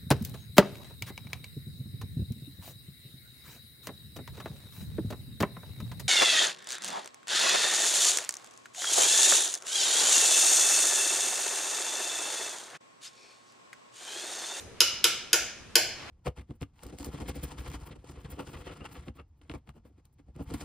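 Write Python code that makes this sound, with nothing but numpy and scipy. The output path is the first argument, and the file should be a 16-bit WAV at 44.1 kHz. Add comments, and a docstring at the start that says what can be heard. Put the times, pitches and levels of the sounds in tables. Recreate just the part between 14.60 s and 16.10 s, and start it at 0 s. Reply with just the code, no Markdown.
"""The tension knob of a folding exercise bike is turned notch by notch in a living room with a hard floor.
Each detent snaps: a sharp tick, short modes in knob and shell, and a thud that swells in the frame.
The snaps bounce off floor and furniture and die away in the room as decaying stereo noise.
One snap falls before the start, so only its room tail is heard.
Below lie a quiet room hum, an uneven low rumble and a soft rustle, all made of coloured noise."""
import sys
import numpy as np
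from scipy import signal
from scipy.fft import rfft, irfft
from scipy.io import wavfile

SR = 44100
rng = np.random.default_rng(int(sys.argv[2]) if len(sys.argv) > 2 else 0)


def output_pcm(signal):
    """Save a mono or channel-first signal as 16-bit PCM at the path in sys.argv[1].

    Samples are clipped to [-1, 1] before scaling.
    """
    pcm = np.clip(np.atleast_2d(signal).T, -1, 1) * 32767
    wavfile.write(sys.argv[1], SR, np.round(pcm).astype(np.int16))


N = 66150
LEAD = SR // 2   # samples of run-up, so that the snap before the start can leave its tail

# The detent snaps. Each row: start in seconds, thud of the frame in dB, pitch of the knob shell in Hz,
# shell level in dB, then the ring emphasis in dB at 2.1, 2.9, 4, 5.3 and 11 kHz.
SNAPS = [(-.22, -2, 1480, -46, -23.5, -18, -10.5, -12.5, 3),
         (0.2045, -3, 1373, -25, -2, -1.5, -4.5, -6.5, -9.5),
         (0.4418, -1, 1340, -24, -9, -3, -6, -7.5, -7.5),
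         (0.7305, 0, 1402, -23.5, 2, -8.5, -6, -7.5, -10.5),
         (1.155, 2, 1498, -24.5, -3, -6.5, -4.5, -5.5, -6)]
# Stereo width of the background noises. Each row: frequency in Hz, side minus mid in dB.
BACKGROUND_WIDTH = [(60, -28), (110, -12), (200, -2.5), (380, -3), (700, -4.5), (1290, -5.5), (2380, -5),
                    (4400, 2), (8120, -3), (15000, 10)]


def from_db(db):
    """Level in dB to amplitude factor."""
    return 10 ** (np.asarray(db) / 20)


def rms_one(x):
    """Scale to an RMS of one."""
    return x / np.sqrt(np.mean(x ** 2) + 1e-20)


def at_hz(points, hz):
    """Read a curve at a frequency, straight between its points on a log frequency axis."""
    points_hz, values = np.array(points).T
    return np.interp(np.log(hz), np.log(points_hz), values)


def band(x, low_hz, high_hz):
    """Band-pass with gentle slopes."""
    sos = signal.butter(2, [low_hz, min(high_hz, .45 * SR)], "band", fs=SR, output="sos")
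    return signal.sosfilt(sos, x)


def ring(t, hz, db, t60):
    """A struck mode: a sine that falls by 60 dB in t60 seconds."""
    return from_db(db - 60 * t / t60) * np.sin(2 * np.pi * hz * t)


def stereo_noise(size, colour, width):
    """Left and right noise of a given colour, built from mid and side so that its width varies with frequency."""
    hz = np.maximum(np.arange(size // 2 + 1) * SR / size, 10)
    mid, side = rfft(rng.standard_normal((2, size))) * from_db(at_hz(colour, hz))
    side = side * from_db(at_hz(width, hz))
    return irfft([mid + side, mid - side], size)


def swell(curve, noise):
    """Noise that follows a level curve in dB over seconds."""
    s, db = np.transpose(curve)
    level_db = np.interp(np.arange(N) / SR, s, db)
    return from_db(level_db) * rms_one(noise)


def frame_thud(t):
    """The frame modes build up after the blow and ring until the floor damps them."""
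    # Modes of the frame. Each row: frequency in Hz, relative level in dB, t60 in seconds.
    frame_modes = [(347.4, -26.5, 0.11), (477.3, -30.5, 0.051), (816, -29.5, 0.02), (927.5, -28, 0.03),
                   (1109, -34, 0.046)]
    swell_s, damped_s = 0.0061, 0.023
    build_up = 1 - np.exp(-t / swell_s)
    damping = np.exp(-(t / damped_s) ** 4)
    return build_up * damping * sum(ring(t, *mode) for mode in frame_modes)


def knob_ring(t, colour, chance):
    """The short modes of knob and detent plate, each a little off in level and pitch on every snap."""
    # Modes of knob and plate. Each row: centre pitch in Hz, relative level in dB, t60 in seconds.
    knob_modes = [(1880, -16.5, 0.006), (2020, -14.5, 0.0063), (2540, -11.5, 0.0061), (2899, -11.5, 0.025),
                  (3038, -3.5, 0.005), (3910, -5, 0.0047), (4225, -5.5, 0.0085), (4946, -4, 0.011),
                  (5493, -7, 0.0087), (5970, -3, 0.0055), (6775, -2, 0.004), (7610, -6, 0.0046),
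                  (10530, 2.5, 0.0017), (12770, -7.5, 0.0067), (13100, -11, 0.0047), (14470, -4, 0.0011)]
    spread_db, detune = 2, .008   # standard deviations; detune is a share of the pitch
    out = np.zeros(len(t))
    for k, (hz, db, t60) in enumerate(knob_modes):
        level_chance, pitch_chance = chance[k]
        mode_hz = hz * (1 + detune * pitch_chance)
        mode_db = db + at_hz(colour, hz) + spread_db * level_chance
        out += (-1) ** k * ring(t, mode_hz, mode_db, t60)   # neighbours start in opposite directions
    return out


def snaps():
    """Each snap sets off the short rings of knob and shell and the thud of the frame."""
    # Frequencies in Hz at which each snap sets its ring emphasis.
    ring_hz = (2100, 2900, 4000, 5300, 11000)
    shell_t60_s, bass_cut_hz = .02, 202
    out = np.zeros(N + LEAD + SR)
    t = np.arange(SR // 5) / SR
    chances = rng.standard_normal((len(SNAPS), 16, 2))   # level and pitch for each of the 16 knob modes
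    thud = frame_thud(t)
    for (s, thud_db, shell_hz, shell_db, *ring_db), chance in zip(SNAPS, chances):
        knob = knob_ring(t, list(zip(ring_hz, ring_db)), chance)
        shell = ring(t, shell_hz, shell_db, shell_t60_s)
        start = int(s * SR) + LEAD
        out[start:start + len(t)] += knob - shell + from_db(thud_db) * thud
    bass_cut = signal.butter(4, bass_cut_hz, "high", fs=SR, output="sos")
    return signal.sosfilt(bass_cut, out[:N + LEAD])


def cracks():
    """The sharp tick of first contact: one band-passed impulse per snap."""
    impulse_db, low_hz, high_hz = -22, 3050, 14000
    ticks = np.zeros(N + LEAD)
    ticks[[int(row[0] * SR) + LEAD for row in SNAPS]] = from_db(impulse_db)
    return band(ticks, low_hz, high_hz)


def near_paths(x):
    """Direct sound and first echoes; those from the side reach one microphone port early."""
    # Sound paths to the microphone. 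Each row: delay in seconds, level in dB, left minus right in dB.
    paths = [(0, -1.5, 0), (.0019, 0.1, 0.1), (.0025, -4, 1.5), (.0072, -9, -1.5), (.0105, -12, -1.5)]
    port_lag_s = 1.5e-5   # time lead of the nearer port per dB of left-right difference
    size = len(x)
    w = 2 * np.pi * np.arange(size // 2 + 1) * SR / size
    ear = np.array([[.5], [-.5]])   # left, right
    response = 0
    for delay_s, db, pan_db in paths:
        arrival_s = delay_s - ear * pan_db * port_lag_s
        response = response + from_db(db + ear * pan_db) * np.exp(-1j * w * arrival_s)
    return irfft(rfft(x) * response, size)


def room(x):
    """Quick scatter from nearby things, then noise that dies band by band, with a slower tail from the rooms beyond."""
    # Decay of the room. Each row: frequency in Hz, t60 in seconds.
    room_t60 = [(250, .6), (800, 0.45), (2000, 0.56), (5000, 0.57), (8000, 0.36), (14000, 0.17)]
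    # Tone of the room tail. Each row: frequency in Hz, relative level in dB.
    tail_colour = [(200, 0), (350, -10), (600, 18), (1000, 3.5), (2000, 6.8), (3000, 0.4), (4500, -2.97),
                   (7000, 0.75), (10000, 0), (13000, -1.9), (15000, -18)]
    # Tone of the near scatter. Each row: frequency in Hz, relative level in dB.
    scatter_colour = [(200, -2.5), (600, 18.5), (1500, 8), (3000, 1.5), (5500, 7), (8000, 5), (15000, 0.5)]
    # Stereo width of the tail. Each row: frequency in Hz, side minus mid in dB.
    tail_width = [(60, -13), (110, -13), (200, -21.5), (380, -40.5), (700, -19.5), (1290, -29),
                  (2380, -11.5), (4400, -5), (8120, 3.5), (15000, 13)]
    room_db, rise_s = -32, .0042
    scatter_db, scatter_t60_s, scatter_narrower_db = 4, 0.078, -19
    far_room_db, far_room_slower = -17.5, 1.47   # the second is a factor on t60

    t = np.arange(SR) / SR
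    scatter_width = [(hz, db + scatter_narrower_db) for hz, db in tail_width]
    scatter_fall = from_db(scatter_db - 60 * t / scatter_t60_s)
    response = stereo_noise(SR, scatter_colour, scatter_width) * scatter_fall

    edges = 100 * 2 ** np.arange(0, 7.6, .5)   # half-octave bands in Hz
    noises = [stereo_noise(SR, tail_colour, tail_width) for _ in range(2)]
    for k, (low, high) in enumerate(zip(edges, edges[1:])):
        fall_db = -60 * t / at_hz(room_t60, np.sqrt(low * high))
        fall = from_db(fall_db) + from_db(far_room_db + fall_db / far_room_slower)
        response = response + band(noises[k % 2], low, high) * fall   # neighbouring bands use separate noise

    rise = 1 - np.exp(-(t / rise_s) ** 2)
    response = response * from_db(room_db) * rise
    return signal.fftconvolve(x[None], response, axes=1)[:, :len(x)]


def hum():
    """Steady room hum: coloured noise, strongest in the low mids."""
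    # Tone of the hum. Each row: frequency in Hz, relative level in dB.
    hum_colour = [(110, -60), (180, 4.5), (457, -0.5), (583, -6), (771, -15), (878, -15), (1040, -15),
                  (1250, -9), (9910, -22.5), (13400, -42), (15500, -62.5)]
    hum_db = -54.5
    return from_db(hum_db) * rms_one(stereo_noise(N, hum_colour, BACKGROUND_WIDTH))


def rumble():
    """Bass noise whose level rises and falls."""
    # Level of the rumble. Each row: time in seconds, level in dB.
    rumble_level = [(0.0, -53.5), (0.688, -61), (0.844, -53.5), (0.902, -63.5), (1.018, -54), (1.14, -55),
                    (1.164, -65), (1.24, -54.5), (1.474, -53.5), (1.5, -60)]
    # Tone of the rumble. Each row: frequency in Hz, relative spectral level in dB.
    rumble_colour = [(12, -3.5), (20, -9), (65, 4.5), (105, 4), (150, 0.5), (220, -30), (290, -40),
                     (480, -120)]
    return swell(rumble_level, stereo_noise(N, rumble_colour, BACKGROUND_WIDTH))


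def rustle():
    """Soft broad noise, an uneven low stir and a faint treble hiss, each band-passed noise on a level curve."""
    # Level of the broad noise. Each row: time in seconds, level in dB.
    broad_level = [(0, -51), (.03, -55.5), (.12, -58), (.3, -50), (1.3, -58.5), (1.4, -46), (1.459, -46.5),
                   (1.5, -43.5)]
    # Level of the treble hiss, which fades out. Each row: time in seconds, level in dB.
    hiss_level = [(0, -56.5), (.012, -52.5), (.035, -68), (.1, -89)]
    # Level of the low stir before the first audible snap: one list. Each row: time in seconds, level in dB.
    stir_levels = [
        [(0.0, -57), (0.01, -55), (0.098, -54.5), (0.184, -56), (0.19, -57)],
    ]
    flat = [(10, 0), (20000, 0)]
    broad, hiss, stir = [stereo_noise(N, flat, BACKGROUND_WIDTH) for _ in range(3)]
    broad = swell(broad_level, band(broad, 250, 2630))
    hiss = swell(hiss_level, band(hiss, 5000, 12900))
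    stir_curve = list(stir_levels[0]) + [(.3, -72)]   # then sinks away
    stir = swell(stir_curve, band(stir, 298, 595))
    return broad + hiss + stir


def scene():
    """Snaps near and in the room, over hum, rumble and rustle; the ticks travel only the near paths."""
    struck = snaps()
    knob_in_room = near_paths(struck + cracks()) + room(struck)
    return knob_in_room[:, LEAD:] + hum() + rumble() + rustle()


def record(dry):
    """Peaks are softly rounded and the top treble is cut steeply."""
    ceiling, cutoff_hz = 1.5, 16650   # ceiling: amplitude that the rounded peaks approach
    rounded = ceiling * np.tanh(dry / ceiling)
    treble_cut = signal.cheby2(14, 90, cutoff_hz, fs=SR, output="sos")
    return signal.sosfilt(treble_cut, rounded)


dry = scene()
out = record(dry)
output_pcm(out)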